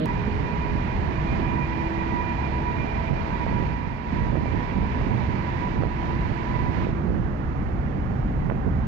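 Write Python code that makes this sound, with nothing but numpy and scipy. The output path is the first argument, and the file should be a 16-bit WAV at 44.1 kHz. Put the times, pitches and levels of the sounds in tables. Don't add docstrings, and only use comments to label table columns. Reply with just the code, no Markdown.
import sys
import numpy as np
from scipy import signal
from scipy.fft import rfft, irfft, next_fast_len
from scipy.io import wavfile
from scipy.ndimage import uniform_filter1d, minimum_filter1d, map_coordinates

SR = 44100
rng = np.random.default_rng(int(sys.argv[2]) if len(sys.argv) > 2 else 0)


def inscribe(sig):
    pcm = np.round(np.clip(np.atleast_2d(sig).T, -1, 1) * 32767)
    wavfile.write(sys.argv[1], SR, pcm.astype(np.int16))


def makeup_ratio(level_db):
    decades = np.asarray(level_db, float) / 20
    return 10 ** decades


N = 391166


def clock():
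    return np.arange(N) / SR


def unit(x):
    return x / np.sqrt(np.mean(x ** 2) + 1e-20)


def along(points, hz):
    f, v = np.transpose(points)
    return np.interp(np.log(hz + 1), np.log(f + 1), v)


def track(rows):
    s, value = np.transpose(rows)
    return np.interp(clock(), s, value)


def humps(rows):
    return sum(height * np.exp(-((clock() - s) / half) ** 2) for s, half, height in rows)


def swells(rows, rest_db):
    return makeup_ratio(rest_db) + humps([(s, half, makeup_ratio(db)) for s, half, db in rows])


def wobble(rate):
    coarse = np.arange(0, N + 32, 32)
    knots = rng.standard_normal(int(N * rate / SR) + 6)
    return np.interp(np.arange(N), coarse, map_coordinates(knots, [coarse * rate / SR]))


def filtered(x, response):
    m = next_fast_len(N + 8192)
    return irfft(rfft(x, m) * response(np.fft.rfftfreq(m, 1 / SR)), m)[..., :N]


def rush(spectrum, patchy_db):
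    z = signal.stft(rng.standard_normal((2, N)), nperseg=512)[2]
    field = uniform_filter1d(rng.standard_normal(z.shape[1:]), size=6, axis=0)
    field = uniform_filter1d(field, size=12, axis=1)
    pair = signal.istft(z * makeup_ratio(patchy_db * unit(field)), nperseg=512)[1][:, :N]
    lowest, highest = spectrum[0][0], spectrum[-1][0]
    edge = [(lowest * .6, -140)] + list(spectrum) + [(highest * 1.6, -150)]
    top = max(db for _, db in spectrum)
    return unit(filtered(pair, lambda hz: makeup_ratio(along(edge, hz) - min(top, 0))))


def tone(hz, rough, blur_hz):
    turn = np.exp(2j * np.pi * np.cumsum(hz) / SR)
    paths = []
    for share in np.clip([rough, 3 * rough], 0, 1):
        scatter = wobble(blur_hz) + 1j * wobble(blur_hz)
        paths.append(np.sqrt(1 - share) + np.sqrt(share / 2) * scatter)
    return np.sqrt(2) * np.real(np.array(paths) * turn)


# (frequency [Hz], level [dB per Hz])
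HISS = [(4000, -4), (5500, -6), (7500, -10), (9500, -4), (11500, -2), (13000, 5), (15700, 3)]


def electronics():
    return makeup_ratio(-88.5) * rush(HISS, patchy_db=.3)


# (frequency [Hz], level [dB per Hz])
DEEP_ROAR = [(40, -25), (100, -13), (160, -9), (320, -14), (720, -25), (1600, -25), (4300, -36),
             (4900, -50), (8000, -70)]
# (multiple of the drone pitch, level [dB])
LORRY = [(1, -27.5), (2, -30), (3, -31), (4, -27.5)]
DRONE_HZ = 156.2


def deeper():
    lines = sum(makeup_ratio(db) * np.sin(2 * np.pi * k * DRONE_HZ * clock() + k * k) for k, db in LORRY)
    return makeup_ratio(-29) * rush(DEEP_ROAR, patchy_db=1.2) + lines


# (centre [s], half length [s], level [dB])
GEAR_PULLS = [
    (.3, .3, -44),
    (1.3, 0.46, -36),
    (1.95, .35, -34),
    (2.7, 0.4, -39.5),
    (3.5, 0.23, -42),
    (5.2, .5, -42.5),
    (6, 0.33, -38.5),
    (6.9, 0.57, -37.5),
]
# (centre [s], half length [s], level [dB])
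OVERTONE_PULLS = [
    (.5, .2, -50),
    (1.15, 0.44, -43),
    (2.1, .5, -48.5),
    (3.1, 0.36, -38.5),
    (5.4, 0.4, -50),
    (6.3, .4, -49),
]
# (centre [s], half length [s], level [dB])
AXLE_PULLS = [
    (.35, .5, -40),
    (1.35, 0.52, -49),
    (2.6, 0.35, -43),
    (5.1, .5, -50),
]
GEAR_HZ, AXLE_HZ = (327, 1.53), (413, 3.2)  # (pitch at the start [Hz], climb [Hz per s])


def driveline():
    gear_hz, axle_hz = (start + climb * clock() for start, climb in (GEAR_HZ, AXLE_HZ))
    gear = swells(GEAR_PULLS, -70) * tone(gear_hz, rough=.08, blur_hz=9)
    overtone = swells(OVERTONE_PULLS, -70) * tone(2 * gear_hz, rough=.25, blur_hz=6)
    axle = swells(AXLE_PULLS, -56) * tone(axle_hz, rough=.25, blur_hz=6)
    return gear + overtone + axle


# (frequency [Hz], level [dB per Hz])
ROAD = [(15, -57.5), (40, -45.5), (70, -42), (105, -48), (140, -45.5), (170, -52), (200, -50.5), (300, -56),
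        (500, -65), (800, -64), (1300, -69.5), (2000, -73.5), (3500, -92.5), (7000, -104.5)]
# (centre [s], half length [s], added level [dB])
PATCHES = [
    (.15, .2, 1),
    (1.2, 0.18, 1.5),
    (2.2, 0.18, 0.5),
    (4.3, 0.17, 2.5),
    (5, .2, 2.5),
    (5.8, .3, 2.5),
    (6.8, 0.22, 1),
    (8.2, 0.18, 1.5),
]
RUMBLE_DB, BRIGHT_DB, HUM_DB = -28, -23, -45.5
COARSE_S, COARSE_DB = 7.5, 3


def road():
    outside = 1 / (1 + np.exp((COARSE_S - clock()) / .1))
    noise = rush(ROAD, patchy_db=0.63)
    low = filtered(noise, lambda hz: 1 / (1 + (hz / 300) ** 4))
    rumble = makeup_ratio(RUMBLE_DB + COARSE_DB * outside + humps(PATCHES)) * low
    hum = makeup_ratio(HUM_DB) * outside * tone(np.full(N, 765), rough=1, blur_hz=45)
    return rumble + makeup_ratio(BRIGHT_DB) * (noise - low) + hum


PORTAL_S, CUT_S, CUT_DB, TRAIL_DB_PER_S = 6.85, .2, 17, 8


def walls_db():
    past = np.maximum(clock() - PORTAL_S, 0)
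    return -CUT_DB * np.minimum(past / CUT_S, 1) - TRAIL_DB_PER_S * past


# (frequency [Hz], level [dB per Hz])
TUBE = [(250, -70.5), (400, -67.5), (600, -74), (900, -59.5), (1050, -64), (1250, -78.5), (1700, -67.5),
        (2100, -68.5), (2600, -73.5), (2950, -78), (3300, -82), (4600, -87), (7000, -101), (9000, -120.5)]
# (time [s], frequency [Hz])
TREAD_HZ = [(0, 970), (1.8, 974), (3.6, 969), (5.4, 974), (6.8, 985)]
# (centre [s], half length [s], level [dB])
TREAD_SWELLS = [(.1, 0.079, -34.5), (.6, .15, -41.5), (1.6, 0.12, -38.5), (2.15, .3, -33), (2.8, 0.36, -40),
                (3.6, 0.32, -38.5), (4.2, 0.12, -37.5), (4.7, 0.2, -43.5), (5.65, 0.34, -39.5),
                (6.02, 0.02, -37), (6.6, .15, -38)]
# (time [s], frequency [Hz])
WHINE_HZ = [(0, 2409), (1.5, 2410), (4, 2375), (4.8, 2338), (5.3, 2323), (6.3, 2323), (6.8, 2332)]
# (centre [s], half length [s], added level [dB])
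GLINTS = [(.15, 0.16, 3.5), (.52, 0.047, 7), (1.3, 0.068, 5), (1.68, 0.081, 4.5), (2.4, 0.14, 0.5),
          (2.87, 0.075, 6.5), (3.9, 0.067, 6), (4.4, .1, 4), (4.75, .15, 4), (5.3, 0.14, 5),
          (6.4, 0.23, 0.5)]
ROAR_DB, TREAD_DB = -33.5, -36.5
WHINE_DB, NEAREST_S, RECEDE_DB_PER_S = -41, 1.9, 3


def tunnel():
    roar = makeup_ratio(ROAR_DB + 0.22 * wobble(7)) * rush(TUBE, patchy_db=0.6)
    tread_hz = track(TREAD_HZ)
    tread = tone(tread_hz, rough=.4, blur_hz=48)
    octave = makeup_ratio(-12.5) * tone(2 * tread_hz, rough=.9, blur_hz=60)
    near = makeup_ratio(WHINE_DB - RECEDE_DB_PER_S * np.abs(clock() - NEAREST_S) + humps(GLINTS))
    whine = near * tone(track(WHINE_HZ), rough=.5, blur_hz=36)
    return makeup_ratio(walls_db()) * (roar + swells(TREAD_SWELLS, TREAD_DB) * (tread + octave) + whine)


# (frequency [Hz], level [dB per Hz])
AIR = [(8000, -27.5), (9500, -5), (11500, 2), (13000, 2.5), (15700, 0)]
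AIR_DB, RUSH_DB, LULL_DB, LULL_S = -78, 2.5, 11, .3


def air():
    past = clock() - PORTAL_S
    change_db = np.where(past < 0, RUSH_DB, -LULL_DB)
    fade_s = np.where(past < 0, 1.5, LULL_S)
    air_db = AIR_DB + change_db * np.exp(-np.abs(past) / fade_s)
    return makeup_ratio(air_db + .5 * wobble(12)) * rush(AIR, patchy_db=.4)[0]


# (frequency [Hz], level [dB per Hz])
TURBULENCE = [(20, -31.5), (45, -14.5), (70, 1), (110, 3), (200, -1), (350, -11), (550, -21), (900, -25.5),
              (2000, -59), (5000, -100)]
# (centre [s], half length [s], level [dB])
GUSTS = [(.35, 0.26, -29.5), (.71, 0.076, -26.5), (1.12, 0.16, -28.5), (1.35, 0.059, -24),
         (1.6, 0.18, -28.5), (2.14, 0.066, -30.5), (2.8, 0.067, -29), (3.12, 0.035, -21),
         (3.57, 0.14, -20.5), (3.87, 0.098, -28), (4.2, 0.097, -24.5), (4.42, 0.17, -18),
         (4.79, 0.052, -20.5), (5.16, .16, -21), (5.815, 0.05, -16.5), (6.22, 0.22, -30.5),
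         (6.63, 0.12, -24), (6.85, .08, -20), (7.13, 0.11, -18.5), (8.48, .08, -22), (8.67, 0.041, -17.5)]
# (time [s], peak level [dB], frequency [Hz])
SLAPS = [(3.111, -4, 130), (3.133, -3.5, 149), (3.466, -11.5, 605), (3.526, -16, 650), (3.603, -19, 900),
         (3.626, -11, 300), (4.302, -11, 243), (4.356, -4.5, 488), (4.372, -9, 506), (4.538, -11.5, 249),
         (6.87, -8, 350), (6.891, -13, 250), (7.088, -16, 300), (7.105, -14, 380), (4.411, -14, 300),
         (4.458, -13, 500), (5.013, -18, 700), (5.778, -20, 620), (5.823, -14, 300), (5.8248, -11, 900),
         (5.836, 0, 458), (5.853, -14.5, 550), (6.663, -17, 650), (7.053, -16, 400), (8.497, -15, 400),
         (8.499, -12, 750), (8.501, -10.5, 1360), (8.513, -10.5, 600), (8.522, -12, 400),
         (8.521, -20, 1300)]
BREEZE_DB = -34.5
SKEW = 1.2
RECOIL, RECOIL_S = 0.15, .0025


def wind():
    lumps = makeup_ratio(3.1 * wobble(45) + 3.0 * wobble(160))
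    push = unit(filtered(lumps * rng.standard_normal(N), lambda hz: makeup_ratio(along(TURBULENCE, hz))))
    push = swells(GUSTS, BREEZE_DB) * push
    push = push + SKEW * push ** 2
    t = np.arange(-600, 600) / SR
    back = RECOIL * np.exp(-2 * (t / RECOIL_S - 1) ** 2)
    for s, db, hz in SLAPS:
        u = (np.pi * hz * t) ** 2
        slap = (1 - 2 * u) * np.exp(-u) - back
        push[round(s * SR) - 600:][:len(t)] += makeup_ratio(db) * slap
    limited = .33 * np.tanh(push / .33)
    return filtered(limited, lambda hz: hz ** 2 / (hz ** 2 + 40 ** 2) / (1 + (hz / 4200) ** 6))


# (frequency [Hz], level [dB])
SHADE = [(40, 2), (110, -2.5), (200, 2.5), (300, -7.5), (500, -7), (900, -10), (1300, -13.5), (2000, -17),
         (3000, -24), (4000, -29.5), (5000, -35.5), (8000, -39.5)]
# (frequency [Hz], likeness [0-1])
ALIKE = [(30, .96), (70, .88), (105, .45), (140, .9), (220, .8), (450, .6), (600, .15), (950, .75),
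         (1100, .4), (1400, .75), (2200, .3), (5000, .15)]
# (frequency [Hz], phase [radians])
LEAD = [(20, -.2), (200, -.45), (520, -1), (700, -3), (1000, -4.2), (1800, -4.3), (2100, -3.1),
        (2700, -1.2), (3100, -4.3)]


def ports(pair):
    def left(hz):
        alike = np.clip(along(ALIKE, hz), 0, 1)
        shares = np.array([alike, np.sqrt(1 - alike ** 2)])
        return makeup_ratio(along(SHADE, hz)) * np.exp(1j * along(LEAD, hz)) * shares
    return np.array([filtered(pair, left).sum(axis=0), pair[0]])


# (centre [s], half length [s], depth [dB])
DUCKS = [
    (1.35, .12, -1.5),
    (3.82, 0.12, 3.5),
    (4.01, .1, 4),
    (4.4, 0.18, 1.5),
    (5.86, 0.11, 2.5),
    (6.9, 0.19, -0.5),
    (8.52, 0.22, 1),
]


def gain_control(x):
    x = x * makeup_ratio(0.24 - humps(DUCKS))
    need = np.minimum(1, .25 / (np.abs(x).max(axis=0) + 1e-9)) ** .6
    return x * uniform_filter1d(minimum_filter1d(need, size=1300), size=1000)


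CHANGE = 2558


def scene():
    after = np.clip((np.arange(N) - CHANGE) / 150 + .5, 0, 1)
    field = after * (driveline() + road() + tunnel()) + (1 - after) * deeper()
    t = np.maximum(np.arange(N) - CHANGE, 0)
    jump = (t > 0) * np.exp(-t / 15) * makeup_ratio([[-25], [-20]])
    return ports(field) + jump + [[0], [1]] * (air() + wind())


def roll_off(x):
    return signal.sosfilt(signal.butter(12, 15730, fs=SR, output="sos"), x)


def record(dry):
    x = gain_control(dry + electronics())
    x = filtered(x, lambda hz: hz < 15730)
    return roll_off(x)


dry = scene()
out = record(dry)
inscribe(out)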